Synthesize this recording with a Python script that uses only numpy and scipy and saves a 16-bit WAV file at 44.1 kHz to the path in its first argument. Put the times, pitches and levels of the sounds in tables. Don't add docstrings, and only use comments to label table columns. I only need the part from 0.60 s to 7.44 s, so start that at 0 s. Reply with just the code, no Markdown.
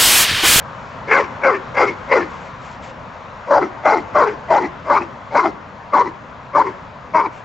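import sys
import numpy as np
from scipy import signal
from scipy.fft import rfft, irfft
from scipy.io import wavfile
from scipy.ndimage import uniform_filter1d, minimum_filter1d

SR = 44100
rng = np.random.default_rng(int(sys.argv[2]) if len(sys.argv) > 2 else 0)


def to_wav(s):
    ch = np.atleast_2d(s).T
    pcm = np.round(np.clip(ch, -1, 1) * 32767)
    wavfile.write(sys.argv[1], SR, pcm.astype(np.int16))


def attenuation_scalar(level_db):
    decades = np.asarray(level_db, float) / 20
    return 10 ** decades


N = 301644


def bark(rows, snap, rough, spread):
    # (centre [Hz], width [Hz], level [dB])
    nose = [(3370, 1300, 0.5), (4184, 1000, 2.5), (4774, 850, 2), (5396, 1370, -1), (6430, 2000, -14)]
    s, effort_db, chest_hz, chest_db, mouth_hz, muzzle_hz, muzzle_db, breath_db = np.transpose(rows)
    t = np.arange(s[0], s[-1], 1 / SR)
    effort_db, chest_db, muzzle_hz, muzzle_db, breath_db = (
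        np.interp(t, s, c) for c in (effort_db, chest_db, muzzle_hz, muzzle_db, breath_db))
    chest_hz, mouth_hz = stepped(t, s, chest_hz), stepped(t, s, mouth_hz)
    effort_db += 6.5 * np.tanh((t - snap) / 0.0027) * np.exp(-abs(t - snap) / 0.01)
    noises = rng.standard_normal((4 + len(nose), SR // 3))[:, :len(t)]
    wobble, unevenness, hiss, air_hiss, *drifts = noises

    pitch_wobble = 1 + 0.05 * evened(uniform_filter1d(wobble, size=120))
    turns = np.cumsum(chest_hz * pitch_wobble) / SR
    folds = sum(np.cos(2 * np.pi * k * turns) for k in range(1, 8))
    folds *= 1 + 0.49 * np.cos(np.pi * turns)
    folds *= 1 + 0.77 * evened(uniform_filter1d(unevenness, size=250))
    puffs = (0.12 + np.exp(-(turns % 1) / 0.31)) * hiss
    drive = (1 - rough) * evened(folds) + rough * 5.85 * evened(puffs)

    chest = resonate(drive + 0.25 * evened(folds), chest_hz, 160)
    ribs = resonate(drive, 380 + 0 * t, 220) + 0.11 * resonate(drive, 210 + 0 * t, 72)
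    cheeks = resonate(drive, 1750 + 0 * t, 570)
    mouth = resonate(resonate(drive, mouth_hz, 220), mouth_hz, 890)
    throat_hz = np.interp(t, [snap, s[-1]], [1560, 1250])
    throat = resonate(drive, throat_hz, 400)
    mouth += spread * (1.31 * resonate(drive, 950 + 0 * t, 617) - 0.79 * throat)
    muzzle = resonate(drive, muzzle_hz, 170) + 0.38 * resonate(drive, 2150 + 0 * t, 850)

    air = air_hiss * (0.4 + np.exp(-(turns % 1) / 0.4))
    breath = 0
    for drift, (hz, width, db) in zip(drifts, nose):
        flutter = evened(uniform_filter1d(uniform_filter1d(drift, size=700), size=700))
        breath = breath + attenuation_scalar(db + 3.5 * flutter) * resonate(air, hz + 0 * t, width)

    mouth_share = np.sqrt(np.clip(1 - attenuation_scalar(2 * chest_db) - attenuation_scalar(2 * muzzle_db), 0.03, 1))
    voice = attenuation_scalar(chest_db) * steady(chest, size=900) - mouth_share * steady(mouth, size=900)
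    voice += attenuation_scalar(muzzle_db) * steady(muzzle, size=900)
    voice -= attenuation_scalar(-15.5) * steady(ribs, size=900) + attenuation_scalar(-23.5) * steady(cheeks, size=900)
    voice = signal.sosfilt(signal.butter(6, 2650, fs=SR, output="sos"), voice)
    voice = steady(voice, size=500) + attenuation_scalar(breath_db) * steady(breath, size=1500)
    return s[0], attenuation_scalar(effort_db) * voice * signal.windows.tukey(len(t), 0.08)


def gesture(snap, effort, closing, chest, shares, jaw, muzzle):
    breath_lag_db = [-3, -2, 2.5, 0.5, -1.5, -0.5, -1.5]
    murmur, murmur_db, top_db, hold, sag_db = effort
    drop, lull_db, wait, pulse_db, fade = closing
    rise = 0.01
    steps = [0, murmur + rise, hold / 2 - rise, hold / 2, drop, wait, fade]
    s = snap - murmur + np.cumsum(np.abs(steps))
    high, middle, fallen, low, swell_db = chest
    effort_db = np.array([murmur_db, top_db, top_db + sag_db / 2 + swell_db, top_db + sag_db,
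                          lull_db, pulse_db, pulse_db - 22])
    lull_hz = fallen + 0.8 * (low - fallen)
    chest_hz = [high, high, middle, fallen, lull_hz, low, low * 0.88]
    *blast_db, deep_db, breath_db = shares
    chest_db = [-3, *blast_db, deep_db, deep_db, 4.5]
    mouth_hz = [jaw[0], *jaw[:3], *jaw[2:], jaw[3]]
    ring, shut, snap_db, mid_db, shut_db = muzzle
    muzzle_hz = [ring] * 3 + [(ring + shut) / 2] + [shut] * 3
    muzzle_db = [-7, snap_db, mid_db, mid_db, shut_db - 10, shut_db, shut_db - 10]
    breath_db = breath_db + 0.43 * (top_db - effort_db) + breath_lag_db
    return np.transpose([s, effort_db, chest_hz, chest_db, mouth_hz, muzzle_hz, muzzle_db, breath_db])


def stepped(t, s, values):
    place = np.interp(t, s, np.arange(len(s)))
    cross = np.clip((place % 1 - 0.5) * 2.3 + 0.5, 0, 1)
    return np.interp(np.floor(place) + cross, np.arange(len(s)), values)


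def resonate(x, hz, width):
    turn = np.exp(2j * np.pi * np.cumsum(hz) / SR)
    r = np.exp(-np.pi * width / SR)
    return 2 * (turn * signal.lfilter([(1 - r) ** 2], [1, -2 * r, r * r], x / turn)).real


def steady(x, size):
    return x / np.sqrt(abs(uniform_filter1d(x ** 2, size)) + 1e-9)


def evened(x):
    return x / np.sqrt(np.mean(x ** 2) + 1e-20)


def read(points, hz):
    f, value = np.transpose(points)
    return np.interp(np.log(hz + 1), np.log(f + 1), value)


def colour(x, points):
    gain = attenuation_scalar(read(points, np.fft.rfftfreq(x.shape[-1], 1 / SR)))
    return irfft(rfft(x) * gain, x.shape[-1])


def field(x):
    # (frequency [Hz], time to fall by 60 dB [s])
    echo_time = [(300, 0.72), (1000, 0.53), (2500, 0.55), (7000, 0.36)]
    taps = np.zeros((2, SR // 2))
    at = np.arange(400, SR // 2 - 20, 20) + rng.integers(0, 20, (2, (SR // 2 - 401) // 20))
    np.put_along_axis(taps, at, rng.choice([-1., 1.], at.shape), 1)
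    hz, t, z = signal.stft(taps, SR, nperseg=256)
    fading = attenuation_scalar(-60 * t / read(echo_time, hz)[:, None])
    tail = signal.istft(z * fading, SR, nperseg=256)[1]
    return signal.fftconvolve(x[None], tail / np.linalg.norm(tail[0]), axes=1)[:, :N]


def grass():
    unevenness_db = 1.2 * evened(uniform_filter1d(rng.standard_normal(N), size=300))
    grains = rng.standard_normal(N) * attenuation_scalar(unevenness_db)
    grains = evened(colour(grains, [(800, -16), (2200, 15.5), (4000, 2.5), (7800, -1)]))
    return grains * attenuation_scalar(5.0) * brushing()


def brushing():
    # (start [s], length [s], level [dB])
    brushes = [
        (0.0, 0.52, -59.5),
        (.62, 0.2, -62.5),
        (1.349, .17, -58),
        (1.617, .33, -53),
        (1.982, 0.21, -50.5),
        (2.2, .13, -48.5),
        (6.704, 0.12, -54),
    ]
    level = np.zeros(N)
    for start, length, db in brushes:
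        part = level[round(start * SR):][:round(length * SR)]
        part += attenuation_scalar(db) * signal.windows.tukey(len(part), 0.61)
    return level


def road():
    # (frequency [Hz], level per Hz [dB])
    hum_colour = [(12, -50.5), (20, -38.5), (68, -1), (127, 1), (274, -4), (335, -18.5), (398, -6.5),
                  (440, -11), (499, -3.5), (624, -2.5), (781, -5.5), (1000, 0.5), (3320, -22.5),
                  (7180, -36.5), (7740, -42.5), (10100, -87), (17000, -120)]
    # (frequency [Hz], left-right likeness [0-1])
    likeness = [(60, 0.92), (130, 0.86), (300, 0.74), (660, 0.8), (1470, 0.61), (3280, 0.38), (7290, 0.7)]
    # (time [s], roar level [dB])
    traffic = [(0.0, -34), (0.34, -33.5), (0.74, -32.5), (1.5, -33), (2.02, -35.5), (3.29, -35),
               (3.5, -33.5), (5.28, -38), (5.94, -37.5), (6.1, -35), (6.31, -38), (6.84, -37)]
    frames, hz = N // 256 + 5, np.fft.rfftfreq(1024, 1 / SR)
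    a, b, c, d, patches = rng.standard_normal((frames, 513, 5)).T
    patches = uniform_filter1d(uniform_filter1d(patches, size=8, axis=0), size=14, axis=1)
    patches = evened(patches)
    s, roar_db = np.transpose(traffic)
    t = np.arange(frames) * 256 / SR - 512 / SR
    low = 1 / (1 + (hz[:, None] / 300) ** 4)
    follows = low * 0.67 + 1 - low
    swell_db = follows * np.interp(t, s, roar_db - roar_db.mean())
    same = np.clip(read(likeness, hz), -1, 1)[:, None]
    left = a + 1j * b
    right = same * left + np.sqrt(1 - same ** 2) * (c + 1j * d)
    z = np.array([left, right]) * attenuation_scalar(read(hum_colour, hz)[:, None] + 1.2 * patches + swell_db)
    return attenuation_scalar(-33.5) * evened(signal.istft(z, nperseg=1024, noverlap=768)[1][:, :N])


def scene():
    # (folds snap into full voice [s], share of rough noise [0-1], spread of mouth resonance [0-1])
    voicings = [(.511, .4, .36), (.835, .35, .3), (1.17, .45, .5), (1.515, .4, .4), (2.907, .35, .28),
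                (3.252, .3, .34), (3.55, .4, .45), (3.904, .35, .18), (4.3, .4, .25), (4.748, .35, .26),
                (5.333, .35, .13), (5.95, .3, .14), (6.545, .27, .11)]
    # (murmur before snap [s], murmur [dB], effort at snap [dB], hold [s], sag over hold [dB])
    efforts = [(.04, -28.5, -8, .095, -4), (.022, -28.5, -13, .07, 2.5), (.03, -27.5, -13.5, .065, 5.5),
               (.035, -34.5, -7, .065, -2.5), (.04, -31, -8, .075, 1.5), (.025, -36, -7.5, .09, -1),
               (.02, -37, -8.5, .09, 0.5), (.025, -30, -7.5, .082, -3), (.055, -35.5, -8, .078, -0.5),
               (.045, -35.5, -10, 0.049, 2), (.014, -28.5, -8, .085, 0.5), (.02, -28, -9, .07, 1),
               (.012, -24.5, -7.5, .06, -3)]
    # (drop into lull [s], lull [dB], lull to pulse [s], pulse [dB], fade [s])
    closings = [(.028, -25, 0.011, -25, 0.03), (.012, -15.5, .035, -17, 0.059),
                (.025, -19, .03, -16, 0.056), (.015, -16, .03, -19, .055), (.022, -21, .025, -12.5, .065),
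                (.02, -16, .015, -15.5, .055), (0.016, -19, 0.024, -14, 0.079),
                (0.015, -19.5, .055, -17, .035), (.022, -25, 0.018, -20, .06), (.025, -19, .038, -10, .055),
                (.018, -25, 0.039, -20, 0.043), (.012, -27, .045, -17.5, .05),
                (.035, -20.5, .022, -15.5, .03)]
    # (at snap [Hz], mid-hold [Hz], end of hold [Hz], closing [Hz], mid-hold swell [dB])
    chests = [(451.7, 545, 490, 360, 1), (571, 540, 520, 390, 5.5), (538, 530, 455, 385, 1),
              (544.6, 540, 430, 340, -2), (582, 585, 570, 345, -1), (603.6, 600, 440, 325, -2),
              (612, 612, 430, 430, -0.5), (649, 630, 520, 340, 0), (605, 570, 410, 345, -4),
              (587.4, 570, 415, 340, -0.5), (606, 590, 530, 355, -2), (586, 590, 540, 385, 0.5),
              (628, 620, 600, 380, -0.5)]
    # (chest at snap [dB], chest mid-hold [dB], chest end of hold [dB],
    # chest closing [dB], breath [dB])
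    voice_shares = [(-6.5, -14, -2.5, -4.5, -27), (-6.5, -2, -7, -2.5, -31), (-10, -7.5, -3, -2.5, -24),
                    (-4.5, -1, -2, -1.5, -29), (-1, -5.5, -6, -2, -32.5), (-5.5, -16.5, -6, -3.5, -30),
                    (-4, -4.5, -6.5, -1.5, -31.5), (-1.5, -7, -17, -1.5, -31),
                    (-4.5, -19, -11.5, -2.5, -31.5), (-7.5, -17.5, -13, -5.5, -28.5),
                    (-10.5, -25, -13.5, -2.5, -32.5), (-9, -18, -20, -2.5, -33.5),
                    (-8.5, -23.5, -20, -7.5, -34.5)]
    # (at snap [Hz], mid-hold [Hz], end of hold [Hz], closing [Hz])
    jaws = [(1670, 1520, 980, 950), (1532, 1340, 1120, 1080), (1577, 800, 1250, 980),
            (970, 1090, 1400, 1040), (995, 940, 800, 1250), (829, 830, 853, 830), (1110, 1020, 1060, 860),
            (960, 830, 900, 820), (1045, 900, 1050, 840), (870, 960, 1030, 803), (1050, 930, 1020, 930),
            (1050, 880, 1010, 990), (1012, 974, 1000, 933)]
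    # (blast [Hz], closing [Hz], at snap [dB], mid-hold [dB], closing [dB])
    muzzles = [(2167, 1700, -3, -7.5, -2.5), (2214, 1800, -5, -12, -5), (2100, 2170, -3, -9.5, -2),
               (2087, 1800, -3.5, -10.5, -4.5), (2030, 2060, -35, -28, -13),
               (2114, 2100, -12.5, -14.5, -9.5), (2084, 1500, -19, -19, -9.5), (2030, 2004, -21, -18, -8),
               (2090, 2500, -25, -13.5, -10.5), (2157, 2080, -21.5, -12, -14),
               (2120, 2020, -24, -21, -13.5), (2176, 2090, -25.5, -23.5, -13),
               (2160, 2290, -19.5, -16.5, -13.5)]
    dog = np.zeros(N)
    for voicing, *parts in zip(voicings, efforts, closings, chests, voice_shares, jaws, muzzles):
        start, sound = bark(gesture(voicing[0], *parts), *voicing)
        dog[round(start * SR):][:len(sound)] += sound
    dog = colour(dog, [(110, -26.5), (190, -2.0), (8000, -1.5)])
    return dog + attenuation_scalar(-19) * field(dog) + grass() + road()


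def roll_off(x):
    return signal.sosfilt(signal.butter(12, 7890, fs=SR, output="sos"), x)


def record(dry):
    # (frequency [Hz], left over right [dB])
    port_balance = [(60, 1), (130, -3), (300, 3.5), (660, 3), (1470, 4.5), (3280, 2.0), (7290, -7)]
    left = colour(dry[0], [(f, d / 2) for f, d in port_balance])
    right = colour(dry[1], [(f, -d / 2) for f, d in port_balance])
    ports = np.array([left, right])
    peak_power = -minimum_filter1d(-(ports ** 2).max(0), size=90)
    over_db = np.maximum(10 * np.log10(peak_power + 1e-12) + 3.0, 0)
    ports = ports / attenuation_scalar(0.4 * uniform_filter1d(over_db, size=90))
    lowpass = signal.firwin(511, 7860, window=("kaiser", 9), fs=SR)
    narrow = signal.oaconvolve(ports, lowpass[None], "same")
    mid = narrow.mean(0)
    side = colour((narrow[0] - narrow[1]) / 2, [(3600, -1), (4400, -15.0), (8000, -22.0)])
    return roll_off(np.clip([mid + side, mid - side], -1, 1))


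dry = scene()
out = record(dry)
to_wav(out)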